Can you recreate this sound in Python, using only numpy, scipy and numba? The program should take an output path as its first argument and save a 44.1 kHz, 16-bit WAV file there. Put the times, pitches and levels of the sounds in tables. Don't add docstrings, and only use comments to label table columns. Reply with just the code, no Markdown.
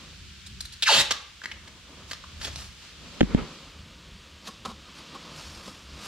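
import sys
import numpy as np
from scipy import signal
from scipy.fft import rfft, irfft, next_fast_len
from scipy.io import wavfile
from scipy.ndimage import map_coordinates
from numba import njit

SR = 44100
rng = np.random.default_rng(int(sys.argv[2]) if len(sys.argv) > 2 else 0)


def waveform_to_disk(signal):
    frames = np.transpose(np.atleast_2d(signal))
    scaled = np.clip(frames, -1, 1) * 32767
    samples = np.round(scaled).astype(np.int16)
    wavfile.write(sys.argv[1], SR, samples)


N = 267687
T = np.arange(N) / SR


def amp(db):
    return 10 ** (np.asarray(db) / 20)


def unit(x):
    return x / np.sqrt(np.mean(x ** 2) + 1e-20)


def along(points, hz):
    freqs_hz, values = np.transpose(points)
    return np.interp(np.log(hz + 1), np.log(freqs_hz + 1), values)


def wobble(rate_hz):
    return map_coordinates(rng.standard_normal(int(N * rate_hz / SR) + 4), [T * rate_hz])


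def strokes(rows):
    return sum(amp(db) * np.exp(np.minimum((T - peak_s) / rise_s, (peak_s - T) / fall_s))
               for peak_s, db, rise_s, fall_s in rows)


def swells(steady_db, rows):
    power = sum(amp(db) ** 2 * np.exp(-2 * ((T - mid_s) / half_s) ** 2) for mid_s, db, half_s in rows)
    return np.sqrt(amp(steady_db) ** 2 + power)


def filtered(x, response):
    size = next_fast_len(x.shape[-1] + 8192)
    return irfft(rfft(x, size) * response(np.fft.rfftfreq(size, 1 / SR)), size)[..., :x.shape[-1]]


def coloured(x, spectrum, size=2048):
    cepstrum = irfft(np.log(amp(along(spectrum, np.fft.rfftfreq(size, 1 / SR))) + 1e-6))
    cepstrum[1:size // 2] *= 2
    cepstrum[size // 2 + 1:] = 0
    return signal.fftconvolve(x, irfft(np.exp(rfft(cepstrum))))[:len(x)]


def resonance(hz, pitch_hz, width_hz):
    return 1j * hz * width_hz / (pitch_hz ** 2 - hz ** 2 + 1j * hz * width_hz)


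def add(track, start_s, sound):
    part = track[..., round(start_s * SR):][..., :sound.shape[-1]]
    part += sound[..., :part.shape[-1]]


def slips(rate_hz, spread_db=3, count=N):
    happens = rng.random(count) < rate_hz / SR
    return unit(happens * rng.choice([-1, 1], count) * amp(spread_db * rng.standard_normal(count)))


def wash(spectrum, correlation):
    def response(hz):
        angle = np.arccos(np.clip(along(correlation, hz), -1, 1)) / 2
        return amp(along(spectrum, hz)) * [np.cos(angle), np.sin(angle)]
    mid, side = filtered(rng.standard_normal((2, N)), response)
    return unit(np.array([mid + side, mid - side]))


def bursts(rows, spectrum, leak, rate_hz=9000, release_s=0.001, damping=0.3, count=4096):
    track, t = np.zeros(N), np.arange(count) / SR
    for start_s, db, length_s, pitch_hz, ring_db in rows:
        run = slips(rate_hz, count=count) * np.exp(-np.maximum(t - length_s, 0) / release_s)
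        radiation = lambda hz: ((leak * pitch_hz + 1j * hz) / (pitch_hz + 1j * hz)) ** 2
        ring = lambda hz: amp(ring_db) * resonance(hz, pitch_hz, damping * pitch_hz)
        run = filtered(coloured(run, spectrum), lambda hz: radiation(hz) + ring(hz))
        add(track, start_s, amp(db) * run * np.sqrt(length_s * SR / np.sum(run ** 2)))
    return track


# freq_hz, density_db
AIR_SPECTRUM = [(300, -17), (500, -15), (800, -18), (1200, -10.5), (1500, -5.5), (2000, -6), (3200, -1.5),
                (6200, -9.5), (7400, -11), (8500, -16), (15500, -31)]
# freq_hz, correlation
DIFFUSE_CORRELATION = [(500, 0.2), (1500, 0.65), (4000, 0.44), (8000, -0.19)]


def ventilation(level_db=-52):
    return amp(level_db) * wash(AIR_SPECTRUM, DIFFUSE_CORRELATION)


# freq_hz, density_db
RUMBLE_SPECTRUM = [(13, -42), (22, -46), (33, -9.5), (63, -0.5), (76, 4), (89, -4), (108, -8.5),
                   (167, -11.5), (205, -9), (249, -22.5), (400, -23.5), (520, -82), (880, -120)]
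# mid_s, level_db, half_length_s
SWAYS = [(0.21, -46, 0.2), (0.577, -46.5, 0.18), (1.605, -55, 0.18), (2.1, -51.5, 0.17),
         (2.517, -42.5, 0.2), (3.053, -48, .06), (3.814, -46.5, 0.11), (4.1, -49.5, 0.11),
         (4.68, -51, 0.16), (5.542, -47.5, 0.17), (5.948, -48.5, 0.12)]


def rumble(steady_db=-56.5):
    gain = swells(steady_db, SWAYS) * amp(wobble(6.8))
    return gain * wash(RUMBLE_SPECTRUM, correlation=[(60, 0.93), (300, 0.75)])


# mid_s, folds_db, swish_db, half_length_s
RUSTLES = [(0, -51.5, -52, 0.16), (0.512, -91, -52.5, 1), (1.683, -57, -75, 0.28),
           (1.984, -51.5, -55, 0.12), (2.403, -59.5, -51.5, 0.32), (2.866, -58.5, -50, 0.096),
           (3.124, -50, -49.5, 0.19), (3.468, -50, -48.5, 0.33), (4.29, -56, -57, 0.82),
           (5.203, -48.5, -47.5, 0.39), (5.67, -51.5, -58, 0.19), (6.045, -49, -48, 0.19)]
# freq_hz, density_db
FOLD_SPECTRUM = [(88, -40), (150, 1), (184, -2), (329, -5), (434, -11.5), (478, -6.5), (548, -8),
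                 (821, -16.5), (973, -9.5), (1240, -8.5), (1520, -18), (1900, -33), (2470, -23),
                 (4180, -120)]
# freq_hz, density_db
SWISH_SPECTRUM = [(400, -40), (800, -19), (1400, -6.5), (2000, -7.5), (2700, -1.5), (4600, -3),
                  (6200, -10.5), (7600, -12), (8600, -20.5), (15500, -36)]


def clothes(steady_folds_db=-74):
    folds = amp(1.6 * wobble(25)) * unit(coloured(slips(4000), FOLD_SPECTRUM))
    swish = wash(SWISH_SPECTRUM, DIFFUSE_CORRELATION)
    fold_gain = swells(steady_folds_db, [(mid_s, db, half_s) for mid_s, db, _, half_s in RUSTLES])
    swish_gain = swells(-np.inf, [(mid_s, db, half_s) for mid_s, _, db, half_s in RUSTLES])
    return fold_gain * folds + swish_gain * swish


# start_s, level_db, length_s, pitch_hz, ring_db
NUDGES = [(4.48, -39, 0.012, 470, -9), (4.651, -30.5, 0.011, 1320, 1), (4.67, -39.5, 0.033, 216, 10),
          (4.697, -41, 0.019, 207, -2), (5.146, -39.5, 0.014, 477, -8), (5.675, -36.5, 0.0052, 480, 7)]
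# freq_hz, gain_db
MOUNT_RESPONSE = [(59, -33), (100, -14), (134, -14), (217, 0), (310, -21), (502, -5), (703, -19), (780, -6),
                  (831, -16.5), (1090, -2.5), (1770, -25), (4450, -21), (5260, -25), (9460, -33.5),
                  (15000, -51)]


def mount_nudges():
    return bursts(NUDGES, MOUNT_RESPONSE, leak=0.99, rate_hz=4900, release_s=0.0084, damping=0.12)


# peak_s, level_db, rise_s, fall_s
DRAGS = [(3.31, -38, 0.088, 0.044), (3.385, -29, 0.029, 0.054)]
# freq_hz, density_db
SCRAPE_SPECTRUM = [(15, -35), (25, -2), (59, 2), (115, -5), (224, 3.5), (340, -6), (385, -2.5),
                   (630, -14.5), (1300, -15.5), (2400, -20.5), (9000, -49), (11700, -80), (19800, -120)]


def mirror_scrape():
    force = strokes(DRAGS) * amp(wobble(60))
    return force * wash(SCRAPE_SPECTRUM, correlation=[(100, 0.1), (400, 0.47), (3000, 0.78)])


# start_s, thud_db, thud_hz, thud_t60_s, click_db
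BUMPS = [(3.2085, -10.5, 465, 0.013, -10.5), (3.2123, -3.5, 313, 0.041, -10.5),
         (3.2306, -9.5, 217, 0.057, -24.5), (3.3477, -2.5, 244, 0.031, -22)]
# pitch_hz, level_db, t60_s
CASE_MODES = [(664, 0, 0.0069), (1240, -2.5, 0.0038), (1710, 2, 0.0045), (2700, -3, 0.0039),
              (3300, -1.5, 0.0059), (7100, -8, 0.0058)]


def mirror_bumps(sway_hz=50, sway_db=-23, crack_db=-13, click_lead_s=0.00087, lowpass_hz=4500):
    track, t = np.zeros((2, N)), np.arange(SR // 3) / SR
    mode = lambda hz, t60_s: np.sin(2 * np.pi * hz * t) * amp(-60 * t / t60_s)
    sway = amp(sway_db) * mode(sway_hz, t60_s=0.24)
    for start_s, thud_db, thud_hz, thud_t60_s, click_db in BUMPS:
        click = sum((-1) ** k * amp(db + rng.normal(0, 1.5)) * mode(hz * rng.normal(1, 0.04), t60_s)
                    for k, (hz, db, t60_s) in enumerate(CASE_MODES))
        for channel, lag_s, pitch_ratio in zip(track, (0.0005, 0), (0.83, 1)):
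            thud = mode(thud_hz * pitch_ratio, thud_t60_s) + sway
            crack = amp(crack_db - 60 * t / 0.0068) * rng.standard_normal(len(t))
            add(channel, start_s + lag_s, -amp(thud_db) * thud)
            add(channel, start_s - click_lead_s + 0.17 * lag_s, amp(click_db) * (crack - click))
    return signal.lfilter(*signal.butter(2, lowpass_hz, fs=SR), track)


# peak_s, level_db, rise_s, fall_s
FINGER_STROKES = [(2.114, -42, 0.019, 0.016), (2.439, -38, 0.02, 0.035), (2.6, -42.5, .045, 0.061),
                  (2.83, -56, .04, .04), (4.478, -36.5, 0.016, 0.0066), (4.99, -47.5, 0.026, 0.025),
                  (5.39, -45, 0.068, 0.27), (5.665, -51, .05, 0.073), (6.055, -40.5, 0.046, .1)]
# freq_hz, density_db
RUB_SPECTRUM = [(530, -13), (900, -5.5), (1210, -3.5), (2200, -8.5), (2660, -4), (3180, -6), (5000, -2.5),
                (12700, -22), (15500, -40)]


def tape_rub():
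    pressure = strokes(FINGER_STROKES) * amp(0.79 * wobble(90))
    return pressure * unit(coloured(slips(2000), RUB_SPECTRUM))


# start_s, level_db, length_s
PICKS = [(0.463, -44, 0.011), (.606, -30.5, 0.005), (.653, -36, 0.0042), (0.723, -45, 0.018)]
# freq_hz, density_db
NAIL_SPECTRUM = [(300, -20.5), (1500, -7.5), (3000, -10), (4000, 2), (6000, -7), (10000, -13), (15500, -32)]


def nail_picks(tip_hz=4000, ring_db=-10):
    return bursts([(*pick, tip_hz, ring_db) for pick in PICKS], NAIL_SPECTRUM, leak=0.61)


# start_s, level_db, length_s, pitch_hz, ring_db
SNAPS = [(1.108, -20.5, 0.0063, 250, -15), (1.1148, -22.5, 0.0076, 3960, -8),
         (1.417, -36, 0.0021, 1430, 24), (1.436, -38, 0.013, 1780, 11), (1.4572, -22.5, .0012, 1950, 9),
         (1.515, -33, 0.0051, 2360, 12), (1.675, -45.5, 0.0079, 1770, 5), (2.112, -31, 0.0058, 2030, -7),
         (2.132, -30.5, 0.0022, 696, -4), (2.239, -41, 0.0044, 1070, 22), (2.412, -37, 0.0093, 1540, 4),
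         (2.445, -31.5, 0.012, 3440, -7), (2.467, -38, 0.019, 470, 9), (2.559, -26.5, 0.00086, 4700, -7),
         (4.473, -35, 0.003, 4580, 3), (4.6502, -38.5, 0.01, 4150, 1)]
# freq_hz, density_db
CRINKLE_SPECTRUM = [(120, -32), (200, -4), (974, -7), (1680, -4.5), (2020, -6.5), (4180, -3), (7900, -16),
                    (8660, -22), (15500, -35.5)]


def tape_snaps(jerk_s=0.8232, gap_s=0.0046, jerk_db=-18, length_s=0.0019, jerk_hz=3900, ring_db=0.5):
    jerks = [(jerk_s + k * gap_s, jerk_db, length_s, jerk_hz, ring_db) for k in range(4)]
    return bursts(jerks, CRINKLE_SPECTRUM, leak=0.19) + bursts(SNAPS, CRINKLE_SPECTRUM, leak=0.58)


@njit
def strip_mode(x, pitch_hz, damping):
    step = 2 * np.sin(np.pi * pitch_hz / SR)
    above, ring = np.zeros(len(x)), np.zeros(len(x))
    low = band = 0.
    for i in range(len(x)):
        low += step[i] * band
        above[i] = x[i] - low - damping[i] * band
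        band += step[i] * above[i]
        ring[i] = band
    return above, ring


# freq_hz, density_db
PEEL_SPECTRUM = [(53, -41), (90, -5), (179, -10), (328, -16.5), (365, -15), (682, -7), (759, -15),
                 (828, -5), (1140, -10.5), (1720, -8), (2230, -7), (3820, 0), (11000, -25.5), (15500, -38)]
# pitch_hz, width_hz, level_db
ROLL_MODES = [(1460, 100, -1), (1780, 73, 1), (2720, 210, -4.5), (2980, 170, -7), (4100, 580, -20),
              (7300, 96, -4)]


def adhesive(speed_m_s, strip_hz, rest_hz=1103, hz_per_m_s=158.9, squeak_db=-7, reflection=0.48):
    stick_hz = rest_hz + hz_per_m_s * speed_m_s
    cycles = np.floor(np.cumsum(stick_hz * (1 + 0.049 * wobble(500))) / SR)
    squeak = unit(np.diff(cycles, prepend=0) - stick_hz / SR)
    threads = slips(12000, spread_db=2)
    glue = (threads + amp(squeak_db) * squeak) * amp(wobble(450))
    glue = glue - reflection * np.interp(T - 0.5 / strip_hz, T, glue)
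    roll = lambda hz: 1 + sum(amp(db) * resonance(hz, pitch_hz, width_hz)
                              for pitch_hz, width_hz, db in ROLL_MODES)
    return unit(coloured(filtered(glue, roll), PEEL_SPECTRUM))


def tape_pull(start_s=0.856, stop_s=1.0125, level_db=-17, ring_db=-4, ring_width_hz=260):
    start_length_m, hand_m_s2, wave_m_s = 0.0212, 35, 100
    attack_s, release_s, sag_db_per_s = 0.027, 0.0093, -28.5
    fizz_db, fizz_db_per_m_s = -27.5, 4
    t = np.clip(T, start_s, stop_s) - start_s
    speed_m_s = hand_m_s2 * t
    strip_hz = wave_m_s / (2 * (start_length_m + speed_m_s * t / 2))
    envelope = (1 - np.exp(-t / attack_s)) * amp(sag_db_per_s * t)
    envelope *= np.exp(-np.maximum(T - stop_s, 0) / release_s)
    glue = adhesive(speed_m_s, strip_hz)
    above, _ = strip_mode(glue, strip_hz, damping=np.full(N, 0.66))
    _, ring = strip_mode(glue, strip_hz, damping=np.minimum(ring_width_hz / strip_hz, 2))
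    fibres = unit(coloured(slips(12000), [(3000, -5.5), (7000, 0), (15000, -22)]))
    fizz = amp(fizz_db + fizz_db_per_m_s * speed_m_s) * fibres
    return amp(level_db) * envelope * (above + amp(ring_db) * ring + fizz)


# freq_hz, t60_s
SHOP_DECAY = [(200, 0.38), (1000, 0.54), (3500, 0.47), (8000, 0.32), (15000, 0.23)]


def shop_reverb(x, level_db=-8, width=0.49):
    hz, t, noise = signal.stft(rng.standard_normal((2, SR * 3 // 4)), SR, nperseg=256)
    decay = amp(-60 * t / along(SHOP_DECAY, hz)[:, None])
    mid, side = signal.istft(noise * decay, SR, nperseg=256)[1]
    tail = np.array([mid + width * side, mid - width * side])
    delayed = np.pad(x, (220, 0))[None]
    return amp(level_db) * signal.fftconvolve(delayed, tail / np.linalg.norm(tail[0]), axes=1)[:, :N]


def near_echoes(x, echo_db=-9, drift_hz=25, count=24):
    shape = (3, 2, count, 1)
    delays_s = rng.uniform(0.000265, 0.005, shape)
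    signs = rng.choice([-1, 1], shape)
    taps = np.sum(signs * np.sinc(np.arange(SR // 50) - delays_s * SR), axis=2)
    bright = coloured(x, [(500, -1.5), (2000, 2), (8000, 9)])
    poses = signal.fftconvolve(bright[None, None], taps, axes=2)[..., :N]
    share = np.array([wobble(drift_hz) for _ in poses])
    share /= np.linalg.norm(share, axis=0)
    return amp(echo_db) / np.sqrt(count) * np.sum(share[:, None] * poses, axis=0)


# freq_hz, gain_db
RIGHT_OVER_LEFT = [(500, 3), (4000, -1.5), (9000, 7)]


def direct_path(x, lead_s=47e-6):
    half_shift = lambda hz: amp(along(RIGHT_OVER_LEFT, hz) / 2) * np.exp(1j * np.pi * hz * lead_s)
    return filtered(x, lambda hz: np.array([1 / half_shift(hz), half_shift(hz)]))


def scene():
    tape = tape_pull() + tape_rub() + nail_picks() + tape_snaps()
    tape_in_shop = direct_path(tape) + near_echoes(tape) + shop_reverb(tape)
    contact = mirror_bumps() + mirror_scrape() + mount_nudges()
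    background = rumble() + clothes() + ventilation()
    return tape_in_shop + contact + background


# start_s, end_s, band_top_hz
NARROWING = [(3.425, 3.48, 1900), (3.496, 3.9, 12000)]


def record(dry, side_kept=0.026, limit_hz=15750):
    mid, side = (dry[0] + dry[1]) / 2, (dry[0] - dry[1]) / 2
    for start_s, end_s, top_hz in NARROWING:
        band = filtered(side, lambda hz: 1 / (1 + (hz / top_hz) ** 8))
        side = side - np.interp(T, [start_s, end_s], [0, 1 - side_kept]) * band
    return filtered(np.array([mid + side, mid - side]), lambda hz: hz < limit_hz)


dry = scene()
out = record(dry)
waveform_to_disk(out)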